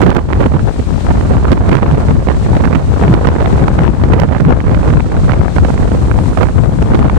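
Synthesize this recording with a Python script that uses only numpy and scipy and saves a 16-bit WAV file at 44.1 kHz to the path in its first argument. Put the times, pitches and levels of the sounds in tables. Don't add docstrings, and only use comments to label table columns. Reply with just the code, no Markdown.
import sys
import numpy as np
from scipy import signal
from scipy.fft import rfft, irfft
from scipy.io import wavfile
from scipy.ndimage import uniform_filter1d

SR = 44100
rng = np.random.default_rng(int(sys.argv[2]) if len(sys.argv) > 2 else 0)


def bounce(signal):
    frames = np.transpose(np.atleast_2d(signal))
    limited = np.clip(frames, -1, 1)
    pcm = np.round(limited * 32767).astype(np.int16)
    wavfile.write(sys.argv[1], SR, pcm)


N = 316638
TIME = np.arange(N) / SR
BINS = np.fft.rfftfreq(N, 1 / SR)

# time_s, level_db (levels in all tables are relative)
WIND_LEFT = [(0.0, -5.5), (0.3, -1.5), (0.83, -7), (1.1, -0.5), (1.47, -7.5), (1.97, -1), (2.71, -5.5),
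             (3.33, 1.5), (3.52, 4), (4.13, -2.5), (4.25, -5.5), (4.73, -2.5), (5.14, -4.5), (5.8, -5),
             (6.22, -2), (6.46, -11), (6.93, 3), (7.18, 2.5)]
WIND_RIGHT = [(0.0, 4.5), (0.16, 7.5), (0.185, 0), (0.55, 2.5), (0.68, -17.5), (1.03, -18), (1.109, -2),
              (1.83, 1.5), (2.43, -4.5), (2.95, -6.5), (3.13, 2.0), (3.93, -4.5), (4.23, 4.5), (4.57, -3.5),
              (5.5, -12.5), (5.57, 0), (6.73, -9), (7.18, -1)]
GUSTS = {"left": [(.42, 0.15, 8.5), (.686, .076, 9.5), (1.353, 0.099, 3), (1.536, 0.38, 5),
         (1.852, 0.12, 8.5), (2.524, 0.18, 5.5), (3.063, 0.3, 6.5), (3.85, 0.26, 5.5), (4.519, 0.14, 15.5),
         (5.425, .25, 7.5), (6.627, 0.26, 9.5)], "right": [(.424, 0.11, 3.5), (1.732, 0.057, 5.5),
         (2.305, .12, 7), (2.621, 0.34, 7), (2.761, 0.13, 9.5), (3.076, 0.12, -0.5), (3.384, 0.58, 3),
         (4.724, .33, 6), (4.921, 0.22, 7.5), (5.128, 0.2, 8), (5.329, 0.29, 9), (6.43, 0.18, 12),
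         (6.95, 0.28, 6.5)]}
RUMBLE_SURGES = {"left": [(.17, .1, -6), (.38, 0.12, 4), (.55, .12, -3), (.78, 0.27, -6), (1.12, 0.55, -3),
                 (1.78, .1, -10), (3, 0.075, -10), (3.37, .1, -12), (3.67, 0.19, -2.5), (4.12, 0.2, 6.5),
                 (4.27, .12, -6), (4.72, 0.14, 3), (5.02, 0.13, 7), (5.13, 0.11, -6), (5.41, 0.077, 3),
                 (6.15, 0.4, 2), (6.35, 0.087, -5.5)], "right": [(.47, .24, 3.5), (.73, .1, -6),
                 (.99, 0.25, -6), (1.3, 0.12, -3), (2, 0.064, -7), (2.96, 0.13, -7), (3.21, 0.091, -8),
                 (3.97, .12, -4), (4.37, .28, 0), (5.03, 0.14, -5), (5.48, 0.13, -7), (5.85, 0.42, -1.5),
                 (6.25, 0.26, -4), (6.73, .08, -4), (6.9, .2, 3)]}
# frequency_hz, density_db
RUMBLE_SPECTRUM = [(8, -62), (24, -35), (35, -16.5), (48, -5.5), (68, -4), (100, -8), (150, -14.5),
                   (230, -20), (450, -41), (1200, -100)]
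BUFFET_SPECTRUM = [(50, -5), (110, -8), (180, -3), (300, -5), (500, -12.5), (900, -21), (1800, -35),
                   (4000, -88)]
RASP_SPECTRUM = [(200, -33), (450, 0.5), (700, -2.5), (1100, -8), (1600, -14), (2200, -24), (3200, -30),
                 (5000, -43), (12000, -81)]
SPIT_SPECTRUM = [(300, -12), (700, 7), (1300, -1), (2200, -7.5), (3400, -29), (14000, -73)]
def wind(port, strength, shield, rumble_db, buffet_db, rasp_db, spit_db, brightening, unrest_db):
    rumble_share, lull_db, shield_db = 0.48, 3.5, -1.5
    wind_db = np.interp(TIME, *np.transpose(strength)) + arches(GUSTS[port])
    wind_db += unrest_db * flutter(slow_hz=7.6, fast_hz=6.8)
    large_db = rumble_share * wind_db + arches(RUMBLE_SURGES[port])
    large_db += lull_db * np.tanh(flutter(slow_hz=7.7, fast_hz=11))
    eddies = 1.75 * np.tanh(flutter(slow_hz=17.6, fast_hz=79.3) / 0.92)
    rumble = steadied(noise(RUMBLE_SPECTRUM) * gain_of(eddies), span_s=0.045)
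    buffet = steadied(noise(BUFFET_SPECTRUM) * gain_of(5.3 * eddies), span_s=0.057)
    lows = gain_of(large_db + rumble_db) * rumble + gain_of(wind_db + buffet_db) * buffet
    fine_gain = gain_of(wind_db + brightening * (wind_db - wind_db.mean()))
    bursts = steadied(gain_of(4.7 * eddies + 3.6 * flutter(slow_hz=60, fast_hz=282)), span_s=0.24)
    fiercest = steadied(bursts ** 1.55, span_s=0.14)
    spits = gain_of(spit_db) * fiercest * noise(SPIT_SPECTRUM)
    rasp = gain_of(rasp_db) * bursts * noise(RASP_SPECTRUM)
    return gain_of(shield_db * shield) * lows + fine_gain * (rasp + spits)


PORT_REACH = {"left": (1, 0), "right": (0, 1), "both": (1, 1)}
THUMPS = {"left": [(.645, .024, 110, 3.5), (1.356, .051, 99, -4), (1.867, .051, 102.8, -7),
          (2.115, .074, 139.9, 1), (2.182, 0.024, 106, 7.5), (2.521, .057, 111.8, -0.5),
          (3.171, 0.051, 135.7, -1.5), (3.538, 0.054, 117.4, 1.5), (3.624, .048, 166, 3.5),
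          (3.889, 0.019, 168, 4.5), (4.044, 0.052, 117.6, -1.5), (4.469, 0.056, 178.4, 1.5),
          (4.513, 0.033, 249, 5.5), (4.72, .09, 111.2, -1.5), (4.963, 0.028, 136.6, 6.5),
          (5.256, .053, 118.3, 0), (5.419, .056, 112.7, -11), (5.621, .038, 67.5, 7.5),
          (6.588, .066, 95.9, 5.5), (6.685, 0.023, 144, 6), (7.005, .041, 128.3, 3.5),
          (7.055, 0.056, 134.9, 1)], "right": [(.038, 0.047, 195.4, -2.5), (.083, .04, 173, 6.5),
          (.409, .017, 296.6, 2.5), (.465, 0.015, 258.3, 6.5), (.553, 0.029, 124, 6),
          (.801, .061, 125, -9.5), (1.529, 0.035, 185.5, -4), (1.713, .038, 139.8, -1),
          (1.764, 0.033, 135.3, 1), (1.936, 0.04, 143, 4.5), (2.655, 0.053, 156.4, -2),
          (2.757, 0.018, 202, 1), (2.781, .05, 141.7, -1.5), (3.146, 0.015, 255.6, -1),
          (3.277, 0.037, 137.5, 2), (4.238, .035, 166.8, 2.5), (4.305, 0.039, 112.8, 2.5),
          (4.417, 0.035, 138.3, .5), (4.468, .029, 153, 2.5), (4.92, .036, 117, 1), (5.311, 0.025, 112, 2),
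          (6.456, .067, 111, -4), (6.836, 0.027, 122.7, -4)], "both": [(.388, .035, 86.6, 0),
          (3.103, .05, 147, 2.5), (3.818, .04, 153, -0.5), (4.145, .04, 116.4, -1.5),
          (5.399, .014, 131, -0.5)]}
def thumps(gain_db, uneven_db):
    swings, shield = np.zeros((2, 2, N))
    waver_octaves = .45
    pace = 2 ** (waver_octaves * flutter(slow_hz=35, fast_hz=90))
    for port, rows in THUMPS.items():
        for (centre_s, length_s, pitch_hz, level_db), phase in zip(rows, rng.random(len(rows))):
            near = abs(TIME - centre_s) < 2 * length_s
            offset = 2 * (TIME[near] - centre_s) / length_s
            cycles = phase + np.cumsum(pitch_hz * pace[near]) / SR
            envelope = gain_of(level_db + gain_db) * np.exp(-.55 * offset ** 4)
            swings[:, near] += np.outer(PORT_REACH[port], envelope * np.sin(2 * np.pi * cycles))
            shield[:, near] += np.outer(PORT_REACH[port], np.exp(-(offset / 2.6) ** 2))
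    return swings * gain_of(uneven_db * flutter(slow_hz=26, fast_hz=80)), np.minimum(shield, 1)


# frequency_hz, density_db
THUD_SPECTRUM = [(100, -7.5), (250, 0), (480, -4.5), (900, -30), (3000, -79)]
CRACK_SPECTRUM = [(1200, -13), (2800, 7), (4500, -8), (7000, -11.5), (13000, -25)]
SLAPS = {"left": [(2.107, 0.0044, -4, -9.5, -45), (3.832, 0.0058, -12, -13.5, -24),
         (4.036, .005, -6.5, -10, -45), (4.522, 0.0057, -19, -10, -41)],
         "right": [(.016, 0.0029, -14, -10, -21), (.024, 0.013, -10, -14, -31), (.062, 0.0083, -1, -8, -28),
         (.102, 0.0033, -7, -15, -17.5), (.147, 0.0045, -10, -12, -23), (.164, 0.0061, -1, -4, -20),
         (.326, 0.0084, -7, -6, -32), (.405, 0.012, -5.5, -21, -27), (.457, 0.0084, -5.5, -12.5, -24),
         (.792, 0.011, -12.5, -28, -52), (1.517, 0.015, -3.5, -10.5, -20), (1.689, 0.0072, -10, -14, -25),
         (1.714, 0.0061, -18, -11, -30), (1.731, 0.0029, -13, -12, -32), (1.751, 0.0042, 3, -2.5, -25),
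         (1.767, 0.0036, -26, 3, -29), (2.085, 0.0055, -8.5, -10.5, -49), (2.566, 0.0053, -6.5, -10, -29),
         (2.636, 0.02, -14.5, -11, -42), (2.749, 0.0088, -9.5, -11, -22.5), (3.078, 0.0033, -3, -10, -43),
         (3.138, 0.0041, -1, -6, -44), (3.2705, 0.003, -6, -1, -13.5), (3.287, .0025, 0.5, -4.5, -32),
         (3.679, 0.0059, -6.5, -4.5, -42), (3.788, 0.0055, -15, -6.5, -45), (4.133, 0.0058, -5.5, -4, -37),
         (4.199, .0012, -19, -7, -11), (4.218, 0.002, -3, -8, -27), (4.347, 0.0053, -15, -10.5, -45),
         (4.4, 0.007, -6, -10.5, -47), (5.305, 0.0057, -26, -9.5, -35), (5.333, 0.0069, -20, -11, -36),
         (5.56, 0.0068, -15, -12, -31), (5.648, 0.0035, -7.5, -6, -41), (6.372, 0.0058, -15, -9, -28),
         (6.409, 0.0046, -7, -14, -42), (6.822, 0.0051, -9.5, -17.5, -24.5), (6.945, .005, -4, -7.5, -35),
         (6.99, 0.0025, -4, -6, -42)]}
def slaps(thud_db, rasp_db, crack_db, rise_s, fall_s):
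    thud = gain_of(thud_db) * steadied(noise(THUD_SPECTRUM), span_s=0.0037)
    tearing = gain_of(6.1 * flutter(slow_hz=120, fast_hz=496))
    rasp = gain_of(rasp_db) * steadied(noise(SPIT_SPECTRUM) * tearing, span_s=0.0054)
    crack = gain_of(crack_db) * steadied(noise(CRACK_SPECTRUM) * tearing, span_s=0.0021)
    parts = np.array([thud, rasp, crack])
    pressure = np.zeros((2, N))
    for port, rows in SLAPS.items():
        for start_s, length_s, *parts_db in rows:
            near = (TIME > start_s) & (TIME < start_s + length_s + 10 * fall_s)
            age_s = TIME[near] - start_s
            envelope = (1 - np.exp(-age_s / rise_s)) * np.exp(-np.maximum(age_s - length_s, 0) / fall_s)
            blend = gain_of(parts_db) @ parts[:, near]
            pressure[:, near] += np.outer(PORT_REACH[port], envelope * blend)
    return pressure


# frequency_hz, density_db
TICK_SPECTRUM = [(300, -16), (900, 9), (2100, -6), (3200, -18), (4500, -26.5), (14000, -77)]
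TICKS = {"left": [(1.067, -21), (1.346, -28), (1.861, -18), (2.552, -21), (2.964, -30), (3.809, -27),
         (3.852, -21), (4.972, -19), (4.998, -22), (5.293, -22), (5.482, -17.5), (6.258, -27.5),
         (6.936, -18), (7.028, -17)], "right": [(.304, -18.5), (.128, -18), (.432, -17), (.441, -16),
         (.594, -21.5), (1.211, -22), (1.453, -17.5), (1.675, -27), (1.8, -25), (1.83, -14), (1.865, -20),
         (1.913, -16), (1.947, -18), (2.107, -23), (2.286, -17), (2.301, -15), (2.314, -22), (3.026, -22),
         (3.037, -17), (3.15, -16), (3.459, -12), (3.577, -21), (3.64, -19.5), (4.122, -16), (4.382, -23),
         (4.451, -19), (4.604, -19), (4.714, -19.5), (4.747, -14.5), (4.831, -21.5), (4.878, -21),
         (4.899, -27), (4.937, -20), (5.005, -16), (5.12, -26), (5.167, -21), (5.296, -16), (5.319, -15),
         (5.584, -14.5), (5.778, -19.5), (6.114, -18), (6.189, -18.5), (6.388, -21), (6.451, -28),
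         (6.47, -21), (6.487, -19.5), (7.098, -13.5)]}
def ticks(gain_db, rise_s):
    envelopes = np.zeros((2, N))
    for port, rows in TICKS.items():
        for peak_s, level_db in rows:
            near = (TIME > peak_s - rise_s) & (TIME < peak_s + 10 * rise_s)
            age = (TIME[near] - peak_s) / rise_s + 1
            pulse = gain_of(level_db + gain_db) * age * np.exp(1 - age)
            envelopes[:, near] += np.outer(PORT_REACH[port], pulse)
    return envelopes * steadied(noise(TICK_SPECTRUM), span_s=0.0023)


# frequency_hz, density_db
SURF_LEFT = [(60, 7), (450, 7.5), (1000, -5), (1600, -7.5), (2300, -5), (4300, -7.5), (5100, -16),
             (7000, -27), (10000, -32.5), (14000, -40.5)]
SURF_RIGHT = [(60, 7.5), (450, -0.5), (1000, 0), (2000, -7.5), (2600, -9), (3200, -24), (3800, -10),
              (4900, -10.5), (6000, -9), (8500, -10), (10000, -19.5), (12000, -28.5), (14000, -32)]
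# time_s, level_db
SURF_LEVEL = [(0, -49.5), (.2, -49), (.35, -46), (.6, -49), (1.25, -48), (1.55, -51), (1.8, -48),
              (2.15, -47.5), (2.4, -45.5), (2.75, -49), (3, -47), (3.2, -48), (3.5, -45), (3.7, -48.5),
              (4.4, -51), (5.2, -47.5), (5.4, -50.5), (5.6, -46), (6.1, -49), (6.37, -48.3), (6.7, -50),
              (7.18, -48)]
def surf(left_db, right_db, seethe_db):
    level_db = np.interp(TIME, *np.transpose(SURF_LEVEL))
    level = gain_of(level_db + seethe_db * flutter(slow_hz=0.94, fast_hz=25))
    return level * np.array([gain_of(left_db) * noise(SURF_LEFT), gain_of(right_db) * noise(SURF_RIGHT)])


# frequency_hz, density_db
HISS_SPECTRUM = [(3000, -28), (7000, 7.5), (9500, 4), (11500, -6), (14000, -17)]
def high_hiss(left_db, right_db, peak_s, width_s):
    swell = np.exp(-((TIME - peak_s) / width_s) ** 2)
    return swell * np.array([gain_of(db) * noise(HISS_SPECTRUM) for db in (left_db, right_db)])


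def gain_of(db):
    return 10 ** (np.asarray(db) / 20)


def shaped_noise(response):
    x = irfft(rfft(rng.standard_normal(N)) * response, N)
    return x / np.sqrt(np.mean(x ** 2) + 1e-20)


def noise(spectrum):
    hz, db = np.transpose(spectrum)
    return shaped_noise(gain_of(np.interp(np.log(BINS + 1), np.log(hz + 1), db)))


def flutter(slow_hz, fast_hz):
    return shaped_noise(BINS / np.hypot(BINS, slow_hz) / (1 + (BINS / fast_hz) ** 2))


def steadied(x, span_s):
    size = max(int(span_s * SR), 3)
    power = uniform_filter1d(uniform_filter1d(x ** 2, size), size)
    return x / np.sqrt(abs(power) + 1e-9)


def arches(rows):
    lift_db = np.zeros(N)
    for centre_s, length_s, change_db in rows:
        near = abs(TIME - centre_s) < length_s / 2
        lift_db[near] += change_db * np.cos(np.pi * (TIME[near] - centre_s) / length_s)
    return lift_db


def scene():
    heaves, shield = thumps(gain_db=-3.13, uneven_db=4.0)
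    left = wind("left", WIND_LEFT, shield[0], rumble_db=-6.5, buffet_db=-14.5,
                rasp_db=-23.5, spit_db=-33.5, brightening=0.17, unrest_db=2.07)
    right = wind("right", WIND_RIGHT, shield[1], rumble_db=-8.5, buffet_db=-12,
                 rasp_db=-22.0, spit_db=-29, brightening=0.5, unrest_db=2.2)
    blows = slaps(thud_db=6.0, rasp_db=2.0, crack_db=1.5, rise_s=0.00052, fall_s=0.00062)
    sputter = ticks(gain_db=11.0, rise_s=0.0009)
    wash = surf(left_db=17, right_db=14.5, seethe_db=1.13)
    hiss = high_hiss(left_db=-67, right_db=-45.0, peak_s=6.4, width_s=0.64)
    return np.array([left, right]) + heaves + blows + sputter + wash + hiss


def limiter(x, threshold_db, share, attack_s, peak_fall_db_per_s, makeup_db):
    peak_db = 20 * np.log10(abs(x).max(0) + 1e-9)
    fall_db = peak_fall_db_per_s * TIME
    held_db = np.maximum.accumulate(peak_db + fall_db) - fall_db
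    excess_db = np.maximum(held_db - threshold_db, 0)
    lag = np.exp(-1 / (attack_s * SR))
    return x * gain_of(makeup_db - share * signal.lfilter([1 - lag], [1, -lag], excess_db))


def record(dry):
    low_cut_hz, high_cut_hz = 26.7, 14400
    microphone = signal.sosfilt(signal.butter(4, low_cut_hz, "highpass", fs=SR, output="sos"), dry)
    held = limiter(microphone, threshold_db=-2.5, share=0.45, attack_s=0.038,
                   peak_fall_db_per_s=54.5, makeup_db=1)
    clipped = .99 * held / (1 + held ** 16) ** (1 / 16)
    lowpass = signal.firwin(511, high_cut_hz, window=("kaiser", 9), fs=SR)
    banded = signal.oaconvolve(clipped, lowpass[None], "same")
    return banded * signal.windows.tukey(N, .0005)


dry = scene()
out = record(dry)
bounce(out)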